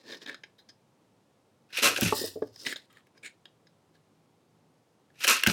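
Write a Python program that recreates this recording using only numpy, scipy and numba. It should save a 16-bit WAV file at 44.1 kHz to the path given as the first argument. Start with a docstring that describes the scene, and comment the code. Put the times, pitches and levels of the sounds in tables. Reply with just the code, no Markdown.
"""A hand punch trims the corner of a stiff card in two squeezes: torn fibres, as random snaps, ring the jaws and hiss.
Jaws and card edge click as short rough contacts ringing metal resonances; the card scrapes in the slot as
filtered grain noise. Card and handle thud and flap as damped bending modes, over a short dull room tail
and a faint hush of shaped noise with a far motor's hum."""
import sys
import numpy as np
from scipy import signal
from scipy.fft import rfft, irfft, next_fast_len
from scipy.io import wavfile
from scipy.ndimage import uniform_filter1d
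from numba import njit

SR = 44100
rng = np.random.default_rng(int(sys.argv[2]) if len(sys.argv) > 2 else 0)


def boost_factor(decibels):
    """Convert a level in decibels to a linear amplitude factor."""
    exponent = np.asarray(decibels, float) / 20
    return 10 ** exponent


def bounce(signal):
    """Save signal as a 16-bit WAV file at the path given by the first command-line argument."""
    frames = np.transpose(np.atleast_2d(signal))
    limited = np.clip(frames, -1, 1)
    pcm = np.round(limited * 32767).astype(np.int16)
    wavfile.write(sys.argv[1], SR, pcm)


N = 243431
T = np.arange(N) / SR

# jaw resonances: f/Hz, width/Hz, gain/dB
JAW_RINGS = [(1061, 53, -1.5), (1297, 68, -2), (1590, 90, 4), (2500, 210, 3), (2840, 340, 9),
             (3290, 150, -11), (4230, 410, -9), (6124, 900, -4)]
# slot resonances: f/Hz, width/Hz, gain/dB
SLOT_RINGS = [(1671, 150, 7.5), (2300, 590, -7.5), (3190, 220, 0), (3760, 130, 1.5), (4100, 160, -4.5),
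              (5050, 140, 3.5), (6630, 410, -9), (7030, 102, 7), (7670, 169, -4), (9000, 400, -4.5)]


def level(x, db=0):
    """Scale to an rms level."""
    return x * boost_factor(db) / np.sqrt(np.mean(x ** 2))


def peak(x, db):
    """Scale to a peak level."""
    return x * boost_factor(db) / np.abs(x).max()


def add(out, start_s, sound):
    """Mix a sound in at a time."""
    i = int(start_s * SR)
    out[i:i + len(sound)] += sound[:N - i]


def band(x, lo_hz, hi_hz):
    """Steep fixed band-pass."""
    edges_hz = [lo_hz, min(hi_hz, 0.45 * SR)]
    return signal.sosfilt(signal.butter(3, edges_hz, "bandpass", fs=SR, output="sos"), x)


def colour(x, points):
    """Shape the spectrum by (f/Hz, gain/dB) points, interpolated over log frequency."""
    hz, db = np.transpose(points)
    n = next_fast_len(len(x))
    f_hz = np.maximum(np.arange(n // 2 + 1) * SR / n, 1)
    gain = boost_factor(np.interp(np.log(f_hz), np.log(hz), db))
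    return irfft(rfft(x, n) * gain, n)[:len(x)]


def ring(x, modes):
    """Sum of fixed resonances with alternating sign."""
    out = 0
    for k, (hz, width_hz, db) in enumerate(modes):
        b, a = signal.iirpeak(hz, hz / width_hz, SR)
        out = out + (-1) ** k * boost_factor(db) * signal.lfilter(b, a, x)
    return out


@njit
def sweep(x, hz, share):
    """Band-pass whose centre moves; width is a share of the centre."""
    y, band_state, low_state = np.empty(len(x)), 0., 0.
    for i in range(len(x)):
        g = np.tan(np.pi * hz[i] / SR)
        v = (band_state + g * (x[i] - low_state)) / (1 + g * (g + share))
        band_state = 2 * v - band_state
        low_state += 2 * g * v
        y[i] = share * v
    return y


def walk(size):
    """Smooth random drift over about size samples; rms 1."""
    return level(uniform_filter1d(uniform_filter1d(rng.standard_normal(N), size), size))


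def fibres(rate_hz, spread_db, patchy_db):
    """Fibres snap at random, in louder and softer patches of some ms; spread makes a few snap harder."""
    snaps = (rng.random(N) < rate_hz / SR) * rng.standard_normal(N)
    snaps = snaps * boost_factor(spread_db * rng.exponential(size=N))
    return level(snaps * boost_factor(patchy_db * np.tanh(walk(size=150))))


def curves(gestures):
    """Gate and columns over time; silent between separate gestures, bridged over short pauses."""
    on = np.zeros(N)
    s, *columns = np.vstack(gestures).T
    for rows in gestures:
        on[int(rows[0][0] * SR):int(rows[-1][0] * SR) + 450] = 1
    return uniform_filter1d(on, size=200), [np.interp(T, s, c) for c in columns]


def held(gestures, rows):
    """Columns of one row per gesture, held from the gesture's start."""
    starts_s = [gesture[0][0] for gesture in gestures]
    k = np.maximum(np.searchsorted(starts_s, T) - 1, 0)
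    return np.array(rows, float).T[:, k].copy()


def contact(push_s, drag_db):
    """A short rough contact force, then the edge drags a little."""
    t = T[:4000]
    push = t / push_s * np.exp(-t / push_s)
    drag = boost_factor(drag_db) * np.exp(-t / 0.0072)
    return rng.standard_normal(4000) * (push + drag)


def favour(hz, spot_hz):
    """Gain in dB of a mode: 0 at the pitch the contact favours, down to -14 at 0.4 octave and beyond."""
    return -14 * np.minimum(np.abs(np.log2(hz / spot_hz)) / 0.4, 1)


def decay(modes, rise_s):
    """Damped sines (f/Hz, level/dB, t60/s) with a rounded start."""
    t = T[:SR // 2]
    sound = sum(boost_factor(db) * np.sin(2 * np.pi * hz * t) * 1000 ** (-t / t60_s) for hz, db, t60_s in modes)
    return sound * np.sin(np.pi / 2 * np.minimum(t / rise_s, 1)) ** 2


def cuts():
    """Tearing fibres ring the jaws, hiss into the air and shake the card."""
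    # bite, shear and opening of each squeeze: t/s, level/dB, low jaw ring/dB re level, fibre hiss/dB re level
    phases = [
        [(1.69, -70.5, -8, -9.5), (1.724, -59.5, -4, -14.5), (1.728, -45.5, -34, -17), (1.763, -34.5, -29, -14),
         (1.769, -37.5, -23, -10.5), (1.773, -28.5, -26, -6.5), (1.8, -31, -13, -13), (1.819, -41.5, -3, -7.5)],
        [(1.822, -33, -5, -5.5), (1.828, -23.5, -11.5, -4), (1.86, -21.5, -6, -1), (1.94, -37.5, -3.5, -9),
         (1.957, -39.5, -21, -6.5)],
        [(1.966, -34.5, -13, -10), (1.977, -30.5, -20, -2), (1.99, -41, -1, -8.5), (2.007, -40.5, -16, -2),
         (2.016, -32.5, -9, -3), (2.032, -28.5, -13, -4), (2.046, -38, -15, 3), (2.058, -31, -12, -4),
         (2.09, -32.5, -15.5, -6), (2.125, -41.5, -13, -5)],
        [(5.14, -75.5, -8, -7.5), (5.176, -65, -14.5, -10), (5.202, -52, -21, -4), (5.206, -42, -14, -7.5),
         (5.234, -34.5, -23, -9.5), (5.244, -22, -25, -5), (5.264, -36.5, -31, -9)],
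        [(5.27, -34, -14, -5), (5.28, -20, -9, -3), (5.308, -21, -3, -3), (5.345, -28, -10.5, -5.5),
         (5.37, -31.5, -4, -10), (5.404, -37.5, -30, -9.5), (5.429, -42.5, -12, -17)],
        [(5.441, -36, 0, -5), (5.447, -37.5, -10, -14), (5.46, -46.5, -6, -7), (5.466, -30, -11, -10),
         (5.474, -21.5, -13, 0), (5.48, -33, -2, -9.5), (5.493, -25, -3.5, -9), (5.52, -35.5, -4, -3.5)],
    ]
    # per phase: card boom/dB re low ring, creak of the two lowest jaw rings/dB
    loads = [(-8.5, -6.5), (-2, 3.5), (3, -4.5), (-4.5, -6.5), (-10, 4), (-4, -5.5)]
    # fibre hiss spectrum: f/Hz, gain/dB
    hiss_points = [(2060, -40), (3500, 3), (4210, -1.5), (5820, 5), (12500, -1.5), (13600, -1.5),
                   (16000, -13.5)]
    on, (db, low_db, hiss_db) = curves(phases)
    tear = fibres(14000, spread_db=3.0, patchy_db=0.5)
    boom_db, creak_db = held(phases, loads)
    low = boost_factor(creak_db) * ring(tear, JAW_RINGS[:2]) + ring(tear, JAW_RINGS[2:3])
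    low = level(band(low, 950, 2100))
    body = level(ring(tear, JAW_RINGS[3:]) + boost_factor(1) * band(tear, 1500, 4900))
    fine_tear = fibres(16000, spread_db=2.0, patchy_db=3.0)
    hiss = level(colour(band(fine_tear, 4500, 15000), hiss_points))
    boom = level(band(rng.standard_normal(N), 220, 640))
    layers = boost_factor(low_db) * (low + boost_factor(boom_db) * boom) + body + boost_factor(hiss_db) * hiss
    return on * boost_factor(db) * layers


def clicks():
    """Sharp contacts ring the loaded jaws or the open slot, each with a crack of treble."""
    # jaws under load: t/s, peak/dB, low ring/dB re peak, treble/dB re peak, contact/ms
    jaw_hits = [(1.7729, -23.5, -14, -3, .6), (1.828, -17.5, -8.5, -13, .6), (1.9624, -18, -8, -16, .6),
                (1.9811, -29, 3, 1, .6), (2.0103, -31.5, -6.5, 18, .6), (2.0178, -25, -2, -3.5, .6),
                (2.0314, -21, -5.5, -1.5, .6), (5.244, -18, -5, -7.5, .6), (5.2697, -17.5, -8.5, -1, 0.66),
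                (5.2771, -14, -13.5, -7.5, .6), (5.435, -11.5, -5, -8, 1.1), (5.4634, -11, -1, -14, 1.3),
                (5.4713, -14.5, -0.5, 0, 0.81)]
    # card edge in the open slot: t/s, peak/dB, favoured ring f/Hz, treble/dB re peak, contact/ms
    edge_ticks = [(0.1228, -32, 3900, -25, 1.3), (0.133, -34, 1800, -28, 0.96),
                  (0.144, -34, 3800, -28, 1.7), (0.218, -40, 3339, -26, 1.1), (0.2606, -32, 3600, -28, 1.3),
                  (0.2745, -32, 1790, -36, 0.76), (0.291, -28.5, 1673, -42, 3.7),
                  (0.3437, -32, 1880, -38.5, 1.1), (0.4346, -33.5, 2500, -34, 2.7),
                  (0.582, -49, 4000, -17, 8.7), (0.688, -43, 5050, -25.5, 5),
                  (1.703, -48, 1720, -16.5, 2.7), (1.73, -32, 4100, -18.5, 0.86),
                  (2.4215, -39.5, 1730, -26, 2.7), (2.4705, -52.5, 5200, -9.5, 2.7),
                  (2.5593, -38.5, 5040, -12.5, 1.47), (2.6646, -20, 2201, -21.5, 2.4),
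                  (2.7251, -21.5, 1624, -19.5, 0.84), (2.759, -28.5, 3803, -28.5, 1.4),
                  (2.9704, -44.5, 1670, -32, 0.8), (2.926, -53.5, 2730, -2, 2.0),
                  (3.0677, -55.5, 2440, -10, 2.2), (3.1757, -49.5, 5160, -19, 1.5),
                  (3.4542, -36.5, 3290, -37.5, 1.34), (3.6681, -51, 4420, -32.5, 2.34),
                  (5.1016, -57, 1636, -23.5, 1.33), (5.155, -56, 2250, -18, 2.4),
                  (5.2048, -34, 3000, -7.5, 2)]
    body_db = -15  # re peak
    out = np.zeros(N)
    for s, db, low_db, treble_db, contact_ms in jaw_hits:
        hit = contact(contact_ms / 1000, -42)
        low = peak(ring(hit, JAW_RINGS[2:3]), db + low_db)
        rings = peak(ring(hit, JAW_RINGS[3:5]), db)
        treble = peak(band(hit, 3600, 20000), db + treble_db)
        add(out, s, low + rings + treble)
    for s, db, spot_hz, treble_db, contact_ms in edge_ticks:
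        hit = contact(contact_ms / 1000, -20)
        modes = [(hz, width_hz, d + favour(hz, spot_hz)) for hz, width_hz, d in SLOT_RINGS[:7]]
        rings = peak(ring(hit, modes), db)
        body = peak(band(hit, 230, 1100), db + body_db)
        treble = peak(band(hit, 5800, 17000), db + treble_db)
        add(out, s, rings + body + treble)
    return out


def slides():
    """Card grain drags over metal: a broad rub, slot rings near its centre, hiss, air and the sheet's boom."""
    # card in the slot and under the fingers, one curve per move: t/s, level/dB
    moves = [
        [(0.0, -61.5), (0.025, -69), (0.096, -50), (0.13, -48), (0.18, -58), (0.2, -71), (0.224, -49),
         (0.25, -61.5)],
        [(0.254, -71), (0.264, -49), (0.273, -64), (0.283, -44.5), (0.303, -50.5), (0.338, -58), (0.353, -60.5),
         (0.4, -83)],
        [(2.125, -45.5), (2.17, -34.5), (2.22, -38.5), (2.283, -40.5), (2.297, -50), (2.319, -52),
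         (2.333, -56.5), (2.41, -72.5)],
        [(2.41, -68), (2.475, -66.5), (2.51, -76.5), (2.54, -61), (2.575, -65), (2.595, -51), (2.645, -46)],
        [(2.648, -51.5), (2.666, -36), (2.68, -41.5), (2.705, -42), (2.722, -41), (2.733, -44.5),
         (2.755, -68.5), (2.768, -46.5), (2.787, -62.5), (2.85, -73.5)],
        [(2.9, -69), (2.93, -71.5), (2.95, -73), (2.972, -64.5), (3.0, -71.5)],
        [(3.15, -81), (3.178, -73), (3.21, -93.5)],
        [(3.224, -87), (3.232, -56), (3.262, -48), (3.33, -87.5)],
        [(3.93, -95), (3.95, -69.5), (4.0, -88)],
    ]
    # grip per move: rub centre f/Hz, low ring f/Hz, then low ring, hiss, air, sheet boom/dB re level
    grips = [(4350, 1800, -3, -30, -22.5, 0), (3730, 1790, 3.5, -32, -33.5, -1),
             (4650, 1890, -13.5, -5, -5.5, -10), (5040, 1550, -14, -16, -13.5, -11.5),
             (4103, 2000, -2.5, -8, -16.5, -9), (3300, 1200, 4, -10, -15.5, -11.5),
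             (5200, 1610, 6, -14, -18.5, 9), (3670, 2250, 6, -2, -21.5, -9), (4030, 1715, 0, -12, -16, -15)]
    ring_swing_db = 11
    on, (db,) = curves(moves)
    rub_hz, low_hz, low_db, hiss_db, air_db, boom_db = held(moves, grips)
    drag = fibres(9000, spread_db=1.0, patchy_db=3.0)
    rub = level(sweep(sweep(drag, rub_hz, 0.57), rub_hz, 0.57))
    # each ring comes and goes as the edge touches other spots
    rings = np.zeros(N)
    for mode in SLOT_RINGS[2:7]:
        swing_db = ring_swing_db * np.tanh(walk(size=500))
        rings += boost_factor(favour(mode[0], rub_hz) + swing_db) * ring(drag, [mode])
    high_rings = sum(boost_factor(2.7 * walk(size=900)) * ring(drag, [mode]) for mode in SLOT_RINGS[7:])
    low = level(sweep(sweep(drag, low_hz, 0.091), low_hz, 0.15)) * boost_factor(1.9 * walk(size=400))
    low = low + level(band(drag, 1577, 2600), 0.5)
    hiss = level(band(drag, 6600, 9200)) + level(high_rings, -1.5)
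    air = band(fibres(12000, spread_db=0.0, patchy_db=6.5), 10000, 16500)
    push = rng.standard_normal(N) * boost_factor(1.4 * walk(size=500))
    boom = level(band(push, 213, 540)) + level(band(push, 890, 1240), -12.5)
    layers = level(rub + level(rings, -3.0))
    layers = layers + boost_factor(low_db) * level(low) + boost_factor(boom_db) * level(boom)
    layers = layers + boost_factor(hiss_db) * level(hiss) + boost_factor(air_db) * level(air)
    return on * boost_factor(db) * layers


def flaps():
    """Soft pushes set bending modes going as the card flaps, the handle springs back and the sheet fans the air."""
    # card flaps and handle spring-back: t/s, level/dB, pitch f/Hz, upper rings/dB
    jolts = [(1.782, -35, 512, -27), (1.984, -28.5, 535, -25), (2.021, -15.5, 220.6, -26),
             (2.044, -20, 189, -30), (2.061, -20.5, 181, -25), (2.123, -17.5, 423, -3),
             (2.21, -26.5, 376, -45), (2.238, -27, 449, -29), (2.357, -32, 433, -32),
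             (2.369, -32, 452, -35), (2.42, -21, 433, -21), (2.666, -36.5, 269, -26),
             (5.248, -33.5, 538, -35), (5.472, -13, 211, -22), (5.495, -19, 180, -15)]
    # bending modes: multiple of pitch, level/dB, share of base t60
    bending = [(1, 5, 0.81), (.66, -4.5, 0.98), (1.4, -7.5, 1.4)]
    # upper rings: f/Hz, level/dB, t60/s
    upper = [(873, 0, 0.081), (1160, 5, 0.033), (1730, -15.5, 0.045)]
    # whole sheet fanning the air after a jolt: t/s, level/dB
    fan_jolts = [(1.841, -49), (2.049, -35.5), (2.092, -43.5), (2.254, -51), (2.419, -54.5)]
    base_t60_s = 0.066
    fan_hz, fan_scatter, fan_t60_s = 104.6, 0.07, 0.77
    out = np.zeros(N)
    for s, db, hz, upper_db in jolts:
        modes = [(hz * m, d, base_t60_s * share) for m, d, share in bending]
        modes += [(f_hz, d + upper_db, t60_s) for f_hz, d, t60_s in upper]
        add(out, s, boost_factor(db) * decay(modes, 1.4 / hz))
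    for s, db in fan_jolts:
        hz = fan_hz * (1 + fan_scatter * rng.standard_normal())
        add(out, s, decay([(hz, db, fan_t60_s)], 0.0074))
    return out * (1 + 0.25 * walk(size=120))


def hush():
    """Steady shaped room noise, with narrow-band noise as a faint wavering hum."""
    # room noise spectrum: f/Hz, gain/dB
    room_points = [(18, -62.5), (30, -28), (79, -16), (103, -4), (295, -6.5), (355, -8), (526, -9),
                   (616, -13), (844, -13), (1630, -24), (3310, -26.5), (8980, -33), (16000, -43.5)]
    # faint far motor: t/s, level/dB
    motor = [(3.298, -98.5), (3.7, -76), (5.2, -76.5)]
    room_db, hum_hz = -67, 159
    s, db = np.transpose(motor)
    hum = level(band(rng.standard_normal(N), hum_hz - 3, hum_hz + 3)) * boost_factor(np.interp(T, s, db))
    return level(colour(rng.standard_normal(N), room_points), room_db) + hum


def room(near):
    """Short dull tail: convolution with decaying band-limited noise."""
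    t60_s, tail_db = 0.2, -16
    t = T[:SR // 2]
    tail = band(rng.standard_normal(len(t)), 120, 6900) * 1000 ** (-t / t60_s) * (t > 0.004)
    tail = tail * boost_factor(tail_db) / np.sqrt(np.sum(tail ** 2))
    return signal.fftconvolve(near, tail)[:N]


def scene():
    """Everything at the desk, its room tail and the hush; one channel."""
    near = cuts() + slides() + clicks() + flaps()
    return (near + room(near) + hush())[None]


def top_cut(x):
    """Nothing passes above the cut-off."""
    return signal.sosfilt(signal.butter(12, 16680, fs=SR, output="sos"), x)


def record(dry):
    """The microphone cuts the deep bass below 60 Hz."""
    mix = signal.sosfilt(signal.butter(4, 60, "highpass", fs=SR, output="sos"), dry)
    return top_cut(mix)


dry = scene()
out = record(dry)
bounce(out)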